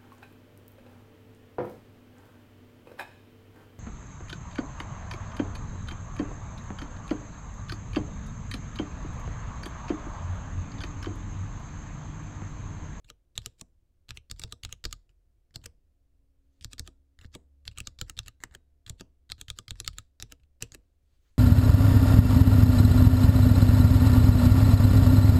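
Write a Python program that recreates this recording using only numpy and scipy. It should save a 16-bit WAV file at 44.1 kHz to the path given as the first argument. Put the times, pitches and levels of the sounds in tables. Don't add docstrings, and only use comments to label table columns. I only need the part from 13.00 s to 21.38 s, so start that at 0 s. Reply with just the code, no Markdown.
import sys
import numpy as np
from scipy import signal
from scipy.fft import rfft, irfft
from scipy.io import wavfile
from scipy.ndimage import uniform_filter1d

SR = 44100
rng = np.random.default_rng(int(sys.argv[2]) if len(sys.argv) > 2 else 0)


def to_wav(s):
    ch = np.atleast_2d(s).T
    pcm = np.round(np.clip(ch, -1, 1) * 32767)
    wavfile.write(sys.argv[1], SR, pcm.astype(np.int16))


N = 369558

# frequency in Hz, relative level in dB, t60 in seconds.
CAP_MODES = [(1213, -12.5, 0.036), (1760, -5.5, 0.009), (2226, -6.5, 0.011), (2770, -7.5, .012),
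             (3200, -3, 0.009), (3744, -6.5, 0.011), (4172, 0, 0.0073), (4530, 0, 0.004),
             (6290, -4, 0.0037), (6770, -1.5, 0.0047), (7975, -5.5, 0.0037), (10960, -11.5, 0.0057),
             (14760, -20, 0.0076)]
# frequency in Hz, relative level in dB, t60 in seconds.
CASE_MODES = [(185.2, -.5, .06), (251, -5.5, 0.098), (304.5, -4.5, 0.057), (390, -3.5, 0.03),
              (474, -8, 0.071), (637, -11, 0.045), (900, -12, 0.024)]
# frequency in Hz, relative level in dB, t60 in seconds.
DESK_MODES = [(28, -16, 0.087), (43.3, -5, 0.4), (77.4, -0.5, .2), (109.4, 4, 0.099), (149.4, -8, 0.079)]


def undb(db):
    return 10 ** (np.asarray(db) / 20)


def add(out, start_s, sound):
    i = int(start_s * SR)
    out[i:i + len(sound)] += sound[:len(out) - i]


def bump(length_s):
    return np.hanning(int(length_s * SR) + 2)[1:]


def ring(modes, gains, push, length_s, detune=0.):
    hz, db, t60_s = np.transpose(modes)[:, :, None]
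    t = np.arange(int(length_s * SR)) / SR
    decay = np.exp(-np.log(1000) * t / t60_s)
    tones = np.sin(2 * np.pi * hz * (1 + detune) * t)
    body = (gains * undb(db) * tones * decay).sum(0)
    sound = signal.fftconvolve(body, push)
    return sound / np.abs(sound).max()


def air_noise():
    # frequency in Hz, relative density in dB per Hz.
    spectrum = [(20, 1), (70, -2), (160, -22), (500, -28.5), (900, -40), (2500, -44), (15000, -50)]
    rms_db, top_hz = -66.5, 15800
    knot_hz, knot_db = np.transpose(spectrum)
    hz = np.maximum(np.arange(N // 2 + 1) * SR / N, 1)
    gain = undb(np.interp(np.log(hz), np.log(knot_hz), knot_db)) * (hz < top_hz)
    noise = irfft(rfft(rng.standard_normal(N)) * gain, N)
    return noise * undb(rms_db) / np.std(noise)


def motor():
    # time in seconds, first order rms in dB, fourth order rms in dB.
    levels = [(0, -74, -91), (1, -94.5, -96), (2.198, -77, -103), (3.398, -76, -80.5), (4.6, -61.5, -81.5),
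              (6.301, -68, -89.5), (8.38, -73, -92)]
    # multiple of the motor frequency, median rms level in dB.
    weak_orders = [(5, -95), (8, -98), (10, -101)]
    mean_hz, wander_share, weak_swing_db = 68.9, 0.0067, 6.0
    t = np.arange(N) / SR
    knot_s, first_db, fourth_db = np.transpose(levels)
    wander = np.interp(t, np.arange(40) / 4, rng.standard_normal(40))
    phase = 2 * np.pi * np.cumsum(mean_hz * (1 + wander_share * wander)) / SR
    out = undb(np.interp(t, knot_s, first_db)) * np.sin(phase)
    out += undb(np.interp(t, knot_s, fourth_db)) * np.sin(4 * phase)
    for order, db in weak_orders:
        swing_db = weak_swing_db * np.interp(t, np.arange(30) / 3, rng.standard_normal(30))
        out += undb(db + swing_db) * np.sin(order * phase)
    return np.sqrt(2) * out


def strokes():
    # finger lands in seconds, bottom in seconds, top in seconds, landing tick in dB,
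    # bottom click in dB, top click in dB, cap pitch down in Hz, cap pitch up in Hz, treble down in dB,
    # treble up in dB, case knock down in dB, case knock up in dB, desk thump down in dB.
    keys = [(0.3544, 0.378, 0.4603, -44.5, -18, -24, 3610, 3490, 10, 14.5, -47.5, -46, -30.5),
            (1.0906, 1.1067, 1.1724, -35, -25.5, -29, 3280, 3200, 0, .5, -56, -56, -35.5),
            (1.299, 1.313, 1.3954, -38, -24.5, -29, 4440, 4500, 11, 11.5, -50.5, -45.5, -33.5),
            (1.417, 1.4367, 1.5239, -33.5, -25, -26, 4050, 3780, 4.5, 7.5, -41, -47, -30),
            (1.6346, 1.6498, 1.726, -28, -22.5, -24.5, 3290, 2960, 8.5, 12.5, -49.5, -52, -32),
            (1.8405, 1.8525, 1.927, -28, -20, -24, 4710, 4090, 2, 10, -40, -51.5, -27),
            (2.541, 2.5584, 2.6586, -55, -29, -30.5, 4570, 2305, 8.5, 14, -39, -44, -36),
            (3.6106, 3.6457, 3.7316, -42, -27, -30.5, 4310, 3270, 11.5, 9, -51, -50.5, -32.5),
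            (3.7818, 3.795, 3.8755, -39.5, -23.5, -32, 4570, 3380, 12.5, 6.5, -45, -47.5, -31),
            (4.1893, 4.2462, 4.35, -45, -44, -31.5, 1870, 3410, -4, 5, -50.5, -38, -38),
            (4.653, 4.6782, 4.7842, -47, -24, -27.5, 4270, 2740, 0.5, 11, -58.5, -63.5, -34.5),
            (4.7749, 4.8032, 4.8716, -32.5, -27.5, -24.5, 2820, 4320, 11, 7, -46, -47, -33.5),
            (4.9885, 5.013, 5.097, -34.5, -23, -27, 4080, 2230, 7.5, 10, -41, -50.5, -28.5),
            (5.176, 5.1899, 5.2814, -34, -21, -32, 3720, 2760, 6.5, 11, -55, -57, -33.5),
            (5.4034, 5.4373, 5.5496, -51, -25.5, -34.5, 1800, 1930, 10.5, 7.5, -43.5, -48.5, -43.5),
            (5.8638, 5.8964, 6.0084, -38, -29.5, -34, 3550, 3390, 14.5, 4.5, -40, -39, -31),
            (6.3, 6.319, 6.4127, -34, -23.5, -27, 4260, 3360, 3.5, 11.5, -57, -54.5, -38.5),
            (6.4828, 6.5015, 6.5873, -30.5, -22.5, -26, 3560, 4050, 9, 9, -53, -46.5, -32.5),
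            (6.681, 6.7076, 6.8011, -32.5, -24.5, -22.5, 3640, 3810, 10, 13, -49, -46, -30),
            (6.8625, 6.8774, 6.9842, -39, -17.5, -24, 4320, 3360, 6.5, 9.5, -54, -52, -31),
            (7.2, 7.2245, 7.3218, -33.5, -25, -34.5, 3710, 2620, 13.5, 12.5, -43.5, -49.5, -35.5),
            (7.607, 7.6242, 7.7469, -49.5, -21, -34.5, 2730, 2340, 16, 12.5, -38, -44, -34)]
    # top in seconds, click in dB, cap pitch in Hz, treble in dB, knock in dB.
    held = [(0.101, -34, 3090, 8.5, -50), (0.612, -31.5, 5400, 9, -44.5)]
    # start in seconds, tick in dB, cap pitch in Hz.
    grazes = [(.045, -51, 3010), (.418, -47, 3430), (1.085, -50, 2800), (1.362, -54, 3810),
              (1.477, -57, 1200), (1.632, -47, 3400), (1.692, -47, 1430), (2.0927, -60, 2620),
              (2.508, -64, 1880), (2.615, -58, 4000), (2.6395, -44, 7410), (4.2123, -46, 3170),
              (4.252, -52, 4200), (4.341, -43, 3380), (4.713, -52, 2750), (5.168, -42, 3930),
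              (5.2317, -52, 4470), (5.261, -42, 3290), (5.272, -43, 2760), (5.511, -54, 1940),
              (5.876, -47, 3120), (5.997, -43, 3400), (6.293, -50, 4220), (6.381, -50, 3270),
              (6.756, -51, 1400), (6.846, -38, 3300), (6.931, -49, 3300), (7.398, -64, 2720),
              (7.434, -62, 2500), (7.72, -38, 6490)]
    # rebound share, plate in dB, snap share.
    bottom_contact = (.15, -3.5, .9)
    # rebound share, plate in dB, snap share.
    top_contact = (.42, 2.5, .55)
    fall_slide_db, ref_fall_s, speed_power = -55, .018, 1.2
    start_speed = .3
    rise_s, lift_db, rise_slide_db = .032, -38, -61
    top_thump_db = -14.5
    graze_slide_db, graze_s = -21, .028

    stop, touch, tops = [], [], list(held)
    for (land_s, bottom_s, top_s, tick_db, down_db, up_db, down_hz, up_hz,
         treble_db, up_treble_db, knock_db, up_knock_db, thump_db) in keys:
        fall_s = bottom_s - land_s
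        slide_db = fall_slide_db - 20 * speed_power * np.log10(fall_s / ref_fall_s)
        stop.append((bottom_s, down_db, down_hz, treble_db, knock_db, thump_db, *bottom_contact))
        touch.append((land_s, tick_db, down_hz, slide_db, fall_s, start_speed, 1))
        tops.append((top_s, up_db, up_hz, up_treble_db, up_knock_db))
    for s, db, hz, treble_db, knock_db in tops:
        stop.append((s, db, hz, treble_db, knock_db, db + top_thump_db, *top_contact))
        touch.append((s - rise_s, db + lift_db, hz, rise_slide_db, rise_s, 0, 1))
    for s, db, hz in grazes:
        touch.append((s, db, hz, db + graze_slide_db, graze_s, 1, 0))
    return stop, touch


def click(hz, treble_db, chance, rattle_s, rebound, plate_db, snap):
    mode_hz, count = np.array(CAP_MODES)[:, :1], len(CAP_MODES)
    gain_db = 5.6 * np.exp(-(np.log(mode_hz / hz) / 0.27) ** 2)
    gain_db = gain_db + treble_db * (mode_hz > 5500) + plate_db * (mode_hz < 1500)
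    gain_db = gain_db + 1.8 * chance[:count, None]
    gains = undb(gain_db) * (-1) ** np.arange(count)[:, None]
    push = np.zeros(400)
    push[0] = 1
    when = (rattle_s * SR * np.abs(chance[count:count + 6])).astype(int) + 7
    np.add.at(push, np.minimum(when, 399), rebound * chance[count + 6:count + 12])
    crack = np.convolve(np.diff(push, prepend=0), bump(.0001))
    sound = ring(CAP_MODES, gains, push, .05, 0.04 * chance[:count, None][::-1])
    add(sound, 0, undb(treble_db - 10) * crack)
    sound += snap * ring([(hz, 0, .004)], -1, push, .05)
    return sound


def slips():
    uneven_db = 3.5 * np.minimum(rng.exponential(size=N + SR), 5)
    x = rng.standard_normal(N + SR) * undb(uneven_db)
    return x / np.std(x)


def grit(slipping, cap):
    damp_s = .0006
    colour = cap[:400] * np.exp(-np.arange(400) / (damp_s * SR))
    return signal.fftconvolve(slipping, colour / np.linalg.norm(colour))


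def room():
    shiver_t60_s, shiver_db = 0.044, -20
    room_t60_s, room_db = 0.26, -41
    t = np.arange(int(.3 * SR)) / SR
    return undb(shiver_db - 60 * t / shiver_t60_s) + undb(room_db - 60 * t / room_t60_s)


def hollow():
    sound = signal.fftconvolve(rng.standard_normal(N), ring(CASE_MODES, 1, np.ones(1), 0.046))[:N]
    return sound / np.std(sound)


def touches():
    grip_db, tail_db, case_db = 4.5, -7, -6.5
    air, solid, slide = np.zeros((3, N))
    rows, tail, slip = strokes()[1], room(), slips()
    grip = uniform_filter1d(np.repeat(rng.standard_normal(N // 80), 90), size=60)
    catches = slip * undb(grip_db * grip)[:len(slip)]
    chances = rng.standard_normal((len(rows), 50))
    for (s, db, hz, slide_db, slide_s, first, last), chance in zip(rows, chances):
        cap = click(hz, -1.3, chance, rattle_s=0.0013, rebound=.3, plate_db=-7, snap=0.46)
        speed = undb(slide_db) * np.linspace(first, last, int(slide_s * SR))
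        i = int(s * SR)
        add(air, s, undb(db) * cap)
        add(air, s, undb(db + tail_db) * grit(tail * slip[i:i + len(tail)], cap))
        add(air, s, grit(speed * catches[i:i + len(speed)], cap))
        add(slide, s, speed)
        detune = 0.019 * chance[-len(DESK_MODES):, None]
        nudge = ring(DESK_MODES, chance[:len(DESK_MODES), None], bump(0.0039), .5, detune)
        add(solid, s, -undb(0.52 * db - 24.5) * nudge)
    return air + slide * undb(case_db) * hollow(), solid


def knock(chance):
    push = np.repeat(chance * np.exp(-np.arange(len(chance)) / 32.0), repeats=12)
    signs = np.sign(chance[:len(CASE_MODES), None])
    return ring(CASE_MODES, signs, push, 0.29, 0.049 * chance[-len(CASE_MODES):, None])


def stops():
    loose_from_db, loose_slope = -48, .5
    boom_db, boom_t60_s = -19.5, 0.32
    thump_delay_s = .005
    air, solid, shiver, boom = np.zeros((4, N))
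    fade = undb(boom_db - 60 * np.arange(int(.3 * SR)) / SR / boom_t60_s)
    rows, slip, tail = strokes()[0], slips(), room()
    chances = rng.standard_normal((len(rows), 30))
    for row, chance in zip(rows, chances):
        s, db, hz, treble_db, knock_db, thump_db, rebound, plate_db, snap = row
        loose = undb(loose_slope * max(knock_db - loose_from_db, 0))
        cap = click(hz, treble_db, chance, rattle_s=0.00099 * loose, rebound=rebound * loose,
                    plate_db=plate_db, snap=snap / loose)
        add(air, s, undb(db) * cap)
        add(boom, s, undb(knock_db) * fade)
        add(shiver, s, undb(db) * loose * grit(tail * slip[int(s * SR):][:len(tail)], cap))
        add(air, s, undb(knock_db) * knock(chance))
        gains = undb(3.4 * chance[:len(DESK_MODES), None])
        detune = 0.041 * chance[-len(DESK_MODES):, None]
        thump = ring(DESK_MODES, gains, bump(0.0059), .5, detune)
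        add(solid, s + thump_delay_s, undb(thump_db) * thump)
    dull = signal.lfilter(*signal.butter(1, 4500, fs=SR), shiver)
    return air + dull + boom * hollow(), solid


def springs():
    # start in seconds, frequency in Hz.
    pings = [(1.927, 2020), (3.873, 1370), (4.871, 2020), (4.871, 3978), (5.28, 3951), (5.28, 1545),
             (5.548, 1540), (5.55, 3801), (6.586, 2080), (6.984, 3946)]
    peak_db, t60_s = -80, .36
    out = np.zeros(N)
    for s, hz in pings:
        pair = [(hz, 0, t60_s), (1.008 * hz, -7, t60_s)]
        add(out, s, undb(peak_db) * ring(pair, 1, bump(.0001), .4))
    return out


def brushing():
    # time in seconds, relative level in dB.
    brushes = [
        [(3.4, -98), (3.6, -86.5)],
        [(7.8, -92), (8.0, -96.5), (8.06, -89), (8.15, -81.5), (8.19, -86.5), (8.28, -80), (8.38, -88)],
    ]
    t = np.arange(N) / SR
    level = sum(undb(np.interp(t, *np.transpose(span), left=-200, right=-200)) for span in brushes)
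    out = np.zeros(N)
    for hz, db, _ in CAP_MODES:
        patchy_db = 3.5 * np.interp(t, np.arange(300) / 30, rng.standard_normal(300))
        band = signal.fftconvolve(slips(), ring([(hz, 0, .003)], 1, np.ones(1), .01))[:N]
        out += undb(.1 * db - 19 + patchy_db) * band
    return level * out


def scene():
    keys = sum(stops()) + sum(touches())
    return (keys + brushing() + springs() + motor() + air_noise())[None]


def record(dry):
    top_hz, ripple_db, stop_db = 16600, .2, 70
    return signal.sosfilt(signal.ellip(10, ripple_db, stop_db, top_hz, fs=SR, output="sos"), dry)


dry = scene()
out = record(dry)
to_wav(out)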